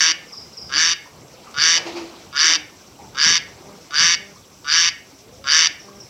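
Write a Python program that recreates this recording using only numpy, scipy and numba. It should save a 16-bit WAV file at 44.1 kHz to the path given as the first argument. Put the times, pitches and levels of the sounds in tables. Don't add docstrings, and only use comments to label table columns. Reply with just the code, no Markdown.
import sys
import numpy as np
from scipy import signal
from scipy.io import wavfile
from scipy.ndimage import uniform_filter1d, minimum_filter1d
from numba import njit

SR = 44100
rng = np.random.default_rng(int(sys.argv[2]) if len(sys.argv) > 2 else 0)


def file_out(sig):
    cols = np.atleast_2d(sig).T
    lim = np.clip(cols, -1, 1)
    pcm = np.round(lim * 32767).astype(np.int16)
    wavfile.write(sys.argv[1], SR, pcm)


def field_ratio(decibels):
    return 10 ** (np.asarray(decibels, dtype=float) / 20)


N = 268569


def rms_one(x):
    return x / np.sqrt(np.mean(x ** 2) + 1e-20)


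def in_time(rows):
    s, *columns = np.transpose(rows)
    return [np.interp(np.arange(N) / SR, s, c) for c in columns]


def gate(rows, fade_s):
    start, end = rows[0][0], rows[-1][0]
    return np.interp(np.arange(N) / SR, [start - fade_s, start, end, end + fade_s], [0, 1, 1, 0])


def drift(rate_hz):
    r = np.exp(-80 * np.pi * rate_hz / SR)
    slow = signal.lfilter([1], [1, -2 * r, r * r], rng.standard_normal(N // 40 + 2002))[2000:]
    return np.interp(np.arange(N) / 40, np.arange(len(slow)), rms_one(slow))


def filtered(x, order, hz, kind):
    return signal.sosfilt(signal.butter(order, hz, kind, fs=SR, output="sos"), x)


@njit
def sweep(x, hz, r, sr):
    y = np.zeros(len(x))
    for i in range(2, len(x)):
        drive = (1 - r * r) / 2 * (x[i] - x[i - 2])
        y[i] = drive + 2 * r * np.cos(2 * np.pi * hz[i] / sr) * y[i - 1] - r * r * y[i - 2]
    return y


def resonate(x, hz, width_hz):
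    return sweep(x + 1e-18, hz * np.ones(len(x)), np.exp(-np.pi * width_hz / SR), SR)


def resonate_twice(x, hz, width_hz):
    return resonate(resonate(x, hz, width_hz), hz, width_hz)


def modes(x, table):
    total = 0
    for k, (hz, width_hz, db) in enumerate(table):
        mode = resonate(resonate(x, hz, width_hz * 2), hz, width_hz)
        total = total + (-1) ** k * field_ratio(db) * mode
    return total


def evened(x, span_s=0.015):
    return x / np.sqrt(uniform_filter1d(x ** 2, int(span_s * SR)) + 1e-12)


def coloured(spectrum, edges, patchy_db):
    white, (hz, db) = rng.standard_normal((2, N)), np.transpose(spectrum)
    bands = []
    for k, (low, high) in enumerate(zip(edges, edges[1:])):
        band = filtered(white[k % 2], 2, [low, high], "band")
        level_db = np.interp(np.log(low * high) / 2, np.log(hz), db)
        bands.append(band * field_ratio(level_db + patchy_db * drift(24)))
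    return np.array(bands) / np.sqrt(np.mean(np.sum(bands, axis=0) ** 2))


def swells(rows, rise_s, fall_db_per_s):
    t = np.arange(N) / SR
    gain = 0
    for s, db, hold_s in rows:
        fall_db = fall_db_per_s * np.clip(t - s - hold_s, 0, 1)
        gain = gain + field_ratio(db - fall_db) * np.clip(1 + (t - s) / rise_s, 0, 1)
    return gain


def bursts(rows, rise_s, width):
    out, t = np.zeros(N + SR), np.arange(SR // 4) / SR
    noise = rng.standard_normal((len(rows), len(t)))
    for puff, (s, db, hz, length_s) in zip(noise, rows):
        note = resonate_twice(puff, hz, width * hz)
        shape = np.clip(t / rise_s, 0, 1) * np.exp(-t / max(length_s, .004))
        start = round(s * SR)
        out[start:start + len(t)] += field_ratio(db) * rms_one(note) * shape / 2
    return out[:N]


# first_snap_s, hold_end_s, level_db, first_rate_hz, last_rate_hz (rates of the snaps)
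QUACKS = [(-0.12, 0.113, -12.5, 140.2, 162.7), (0.694, 0.927, -14, 131.3, 168.4),
          (1.543, 1.777, -12.5, 141, 167.4), (2.328, 2.557, -12.5, 138.1, 164.6),
          (3.148, 3.373, -12.5, 131, 170.4), (3.908, 4.143, -12.5, 143.7, 172.2),
          (4.645, 4.886, -13, 142.9, 170.9), (5.442, 5.667, -11.5, 134.3, 163.5)]
# share_of_call, relative_level_db, share_of_pitch_rise, beak_hz,
# mid_throat_db, upper_throat_db, lower_throat_db
QUACK_GESTURE = [(0, -25, 0.024, 1300, -3, -11.5, -1.5), (.08, -21, 0.065, 1300, -10.5, -13.5, -8.5),
                 (.16, -8, .12, 1506, -5, -7, -3.5), (.25, -3.5, .28, 1670, -1, -16, -0.5),
                 (.36, 1.1, .65, 1650, -2, -6.5, 0.2), (0.609, 1, .9, 1750, -6, -3, -0.7),
                 (1.024, -2, 1, 1838, -3.5, -5, 6.4), (1.088, -42.5, 0.76, 1720, 15.5, -30, -4)]


def calls():
    share, db, rise, *throat = np.transpose(QUACK_GESTURE)
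    rows = []
    for s, end, peak_db, first_hz, last_hz in QUACKS:
        pitch_hz = first_hz + rise * (last_hz - first_hz)
        rows.append(np.transpose([s + share * (end - s), peak_db + db, pitch_hz, *throat, share]))
    return rows


HALF_SNAP_DB, HALF_SNAP_FADES = -6, .25
BREATH_GROWS = .3


def syrinx(pitch_hz, share, puff_s=0.00085):
    phase = np.cumsum(pitch_hz * (1 + .004 * drift(60))) / SR
    for first in [round(q[0] * SR) for q in QUACKS[1:]]:
        phase[first:] += np.ceil(phase[first]) - phase[first]
    snaps = np.diff(np.floor(phase), prepend=0) * field_ratio(1.3 * rng.standard_normal(N))
    half_snaps = np.diff(np.floor(phase + .5), prepend=0) * field_ratio(HALF_SNAP_DB)
    snaps = snaps + half_snaps * np.clip(1 - share / HALF_SNAP_FADES, 0, 1)
    r = np.exp(-1 / (puff_s * SR))
    puff = signal.lfilter([(1 - r) * np.e], [1, -2 * r, r * r], snaps)
    turbulence = (puff + .1) * rng.standard_normal(N) * np.clip(share / BREATH_GROWS, .6, 1)
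    bright = filtered(turbulence, 1, 1200, "high")
    clear, raspy = snaps + .075 * bright, snaps + .14 * turbulence
    return clear, raspy


# pitch_hz, width_hz, relative_level_db
LOWER_THROAT = [(330, 110, -26), (1120, 300, -15), (600, 500, -32), (2230, 300, -8), (2950, 450, -5),
                (3680, 380, -4)]
MID_THROAT = [(4662, 435, 0)]
UPPER_THROAT = [(5470, 660, 2.57), (5994, 456, 5.8)]
# pitch_hz, width_hz, relative_level_db
BILL = [(7150, 350, -11), (8070, 460, -24.5), (9520, 360, -32), (10400, 460, -36), (11370, 420, -44),
        (12000, 670, -36)]
SIDE_CAVITY_HZ, THROAT_TOP_HZ = 4240, 6410


def duck(beak_width_hz=480, water_s=0.00078, water_db=-12.0):
    gesture = calls()
    level_db, pitch_hz, beak_hz, mid_db, upper_db, lower_db, share = in_time(np.vstack(gesture))
    clear, raspy = syrinx(pitch_hz, share)
    beak = resonate_twice(clear, beak_hz, beak_width_hz)
    lower = evened(beak + field_ratio(lower_db) * modes(clear, LOWER_THROAT))
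    middle = evened(modes(raspy, MID_THROAT))
    throat_top = filtered(modes(raspy, UPPER_THROAT), 6, THROAT_TOP_HZ, "low")
    upper = evened(throat_top + modes(raspy, BILL))
    mid, high = field_ratio(mid_db), field_ratio(upper_db)
    low = np.sqrt(np.clip(1 - mid ** 2 - high ** 2, .05, 1))
    voice = low * lower - mid * middle + high * upper
    voice = voice - 0.9 * resonate(voice, SIDE_CAVITY_HZ, 260)
    voice = voice + field_ratio(water_db) * np.roll(voice, round(water_s * SR))
    return voice * field_ratio(level_db) * sum(gate(q, 0.0019) for q in gesture)


# band_hz, t60_s, relative_level_db
BANK_TAIL = [(1300, 0.068, -16), (2510, 0.39, -16), (3420, 0.33, -23), (5500, 0.44, -36),
             (7750, 0.33, -27.5)]
# pitch_hz, width_hz, t60_s, relative_level_db
BANK_HOLLOW = (2200, 258, 0.5, -23)


def banks(x, rise_s=0.0013):
    t = np.arange(SR // 2) / SR

    def echo(dying, hz, db):
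        return field_ratio(db) * dying / np.sqrt(np.sum(dying ** 2)) * np.sqrt(hz / SR * 2)

    reply = 0
    for hz, t60, db in BANK_TAIL:
        band = filtered(rng.standard_normal(len(t)), 2, [hz / 1.85, hz * 1.05], "band")
        dying = band * field_ratio(-60 * t / t60) * np.clip(t / rise_s, 0, 1)
        reply = reply + echo(dying, hz, db)
    hz, width_hz, t60, db = BANK_HOLLOW
    dying = resonate(rng.standard_normal(len(t)), hz, width_hz) * field_ratio(-60 * t / t60)
    reply = reply + echo(dying, hz, db)
    return signal.fftconvolve(x, reply)[:N] * 2


# full_s, level_db, hold_s
GUSTS = [(0.63, -55, 0.24), (1.15, -58, 0.094), (2.54, -64, .08), (3.02, -55, 0.075), (3.27, -44, 0.057),
         (3.68, -58, 0.078), (4.0, -48.5, 0.069), (4.76, -61, 0.037), (5.27, -64, 0.33), (5.71, -72, 0.028)]


def gust_gain():
    return swells(GUSTS, rise_s=0.047, fall_db_per_s=233)


# time_s, murmur_db
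BREEZE = [(0.0, -46), (0.24, -48.5), (1.17, -52), (1.66, -44.5), (1.87, -42), (2.61, -51), (4.04, -48),
          (4.43, -53.5), (6.09, -50)]
# pitch_hz, relative_density_db (per Hz)
AIR = [(150, -0.5), (400, 1), (900, -4), (1300, -7), (1800, -17), (2200, -10), (3500, -13.5), (4600, -12),
       (6800, -18), (8200, -30), (16000, -45)]
# pitch_hz, width_hz (of each of two resonances), level_db, throb_db
INSECTS = [(5650, 1330, -55.5, 2.5), (7600, 350, -64.5, 2.2)]
AIR_DB, MURMUR_IN_GUST_DB = -47, -1
RUSTLE_FOLLOWS = 1


def surroundings(gusts):
    murmur_db, = in_time(BREEZE)
    edges = np.geomspace(150, 16000, 21)
    bands = coloured(AIR, edges, patchy_db=2.5)
    low = edges[1:] < 1300
    murmur = field_ratio(murmur_db + 0.5 * drift(4.9)) + field_ratio(MURMUR_IN_GUST_DB) * gusts
    rustle = field_ratio(AIR_DB + RUSTLE_FOLLOWS * (murmur_db - murmur_db.mean()))
    out = murmur * rms_one(bands[low].sum(axis=0)) + rustle * bands[~low].sum(axis=0)
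    for hz, width_hz, db, throb_db in INSECTS:
        band = resonate_twice(rng.standard_normal(N), hz, width_hz)
        out += field_ratio(db + throb_db * drift(14)) * rms_one(band)
    return out


def wind(gusts, steady_db=-54.5):
    noise = filtered(rng.standard_normal(N), 2, [62, 175], "band")
    return (field_ratio(steady_db + 2.5 * drift(5)) + gusts) * rms_one(noise)


# full_s, note_db, scrape_db, pitch_hz (of the note)
HOLLOW_NOTES = [(0.09, -45.5, -64, 337), (0.76, -41.5, -41, 302), (0.841, -54, -60, 328),
                (1.608, -46, -60, 332), (1.77, -47, -32, 342), (1.868, -31.5, -32, 340),
                (1.949, -34.5, -72, 338), (1.97, -39, -33.5, 350), (2.006, -39.5, -54, 332),
                (2.14, -57, -53, 335), (2.44, -41, -65, 355.3), (2.502, -44, -34, 319.4),
                (2.57, -45.5, -64, 307)]
# pitch_hz, relative_density_db (per Hz)
SCRAPE = [(420, 3), (950, 4), (1600, -9), (2500, 0), (3700, -16), (4800, 0), (6500, -17.5), (8000, -38),
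          (12000, -34)]


def hollow_notes():
    hz, = in_time([(s, hz) for s, _, _, hz in HOLLOW_NOTES])
    narrow = resonate(resonate(rng.standard_normal(N), hz, 13.0), hz, 28.0)
    note = evened(narrow, span_s=0.029)
    scrape = coloured(SCRAPE, np.geomspace(420, 12000, 13), patchy_db=1).sum(axis=0)
    note_gain = swells([(s, db, 0.01) for s, db, _, _ in HOLLOW_NOTES], rise_s=0.017, fall_db_per_s=151)
    scrape_gain = swells([(s, db, 0.005) for s, _, db, _ in HOLLOW_NOTES], rise_s=0.016, fall_db_per_s=158)
    return note * note_gain + scrape * scrape_gain


# start_s, level_db, top_hz, lost_db (from the third note on)
TRILLS = [(0.278, -34.5, 5830, 0.5), (0.524, -32, 5840, 3.5), (5.75, -42.5, 6110, 11),
          (5.954, -38.5, 6060, 16)]
NOTE_DB = [-8, 2.5, 4, -1.5, -21]
NOTE_SPACING_S, NOTE_S, NOTE_FALL_HZ, NOTE_ROUNDING = .044, 0.0206, 1200, 1.1


def bird():
    out, u = np.zeros(N + SR), np.linspace(0, 1, round(NOTE_S * SR))
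    for s, db, top_hz, lost_db in TRILLS:
        whistle = np.sin(2 * np.pi * np.cumsum(top_hz - NOTE_FALL_HZ * u) / SR)
        note = whistle * np.sin(np.pi * u) ** NOTE_ROUNDING
        for k, note_db in enumerate(NOTE_DB):
            i = round((s + k * NOTE_SPACING_S) * SR)
            out[i:i + len(u)] += field_ratio(db + note_db - lost_db * (k > 1)) * note
    return out[:N]


# start_s, relative_level_db, pitch_hz, decay_s
PLOPS = [(0.334, -34, 1110, 0.016), (1.057, -38.5, 974, 0.023), (1.22, -38, 318, 0.023),
         (1.244, -50, 284, 0.03), (1.335, -41, 517, 0.077), (1.466, -26.5, 1195, 0.016),
         (2.187, -43, 700, 0.032), (2.789, -46, 1524, 0.031), (2.988, -34, 840, 0.058),
         (3.034, -42, 850, 0.018), (3.693, -35.5, 497, 0.021), (4.359, -36.5, 1146, 0.016),
         (5.124, -40, 282, 0.034), (5.699, -39.5, 2000, 0.032), (5.88, -38, 1130, 0.037)]


def plops():
    return bursts(PLOPS, rise_s=0.0017, width=0.15)


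# start_s, relative_level_db, pitch_hz, decay_s
THUMPS = [(0.612, -35.5, 171, 0.036), (1.575, -28, 140, 0.027), (3.255, -26.5, 188.8, 0.039),
          (3.31, -34, 137, 0.052), (3.99, -25.5, 172.5, 0.043), (4.07, -41, 136, 0.06),
          (5.695, -32, 308, 0.015)]


def thumps():
    return bursts(THUMPS, rise_s=0.016, width=0.3)


# start_s, end_s, relative_level_db
BUZZES = [(3.646, 3.764, -47), (4.176, 4.329, -49.5), (5.845, 6.024, -47)]
BUZZ_DB = [-4, -4.5, -7.5, -13, -25, -16, -20, -17]
BUZZ_HZ = 199.6
# time_s, pitch_hz, relative_level_db
WHINE = [(5.19, 385.0, -55), (5.3, 465, -56), (5.422, 547.3, -54), (5.578, 533, -49.5), (5.62, 500, -54)]


def motors():
    t = np.arange(N) / SR
    buzz = sum(field_ratio(db) * np.cos(2 * np.pi * (k + 1) * BUZZ_HZ * t) for k, db in enumerate(BUZZ_DB))
    spells = sum(field_ratio(db) * gate([[start], [end]], 0.012) for start, end, db in BUZZES)
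    hz, db = in_time(WHINE)
    tone = np.sin(2 * np.pi * np.cumsum(hz * (1 + 0.016 * drift(30))) / SR)
    whine = tone * field_ratio(db + 3.1 * drift(20)) * gate(WHINE, 0.051)
    return np.sqrt(2) * (buzz * spells + whine)


def scene():
    voice, trill = duck(), bird()
    gusts = gust_gain()
    tail = banks(voice + field_ratio(20) * trill)
    near = voice + tail + trill + plops() + thumps()
    mix = near + surroundings(gusts) + wind(gusts) + hollow_notes() + motors()
    return mix[None]


def top_cut(x):
    return signal.sosfilt(signal.butter(12, 15750, fs=SR, output="sos"), x)


def record(dry, hiss_db=-58.5):
    hiss = filtered(rng.standard_normal(N), 2, 3000, "high")
    x = dry + field_ratio(hiss_db) * hiss
    peak = -minimum_filter1d(-np.abs(x), size=133)
    gain = uniform_filter1d(np.minimum(1, .98 / (peak + 1e-9)), size=67)
    return top_cut(x * gain)


dry = scene()
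out = record(dry)
file_out(out)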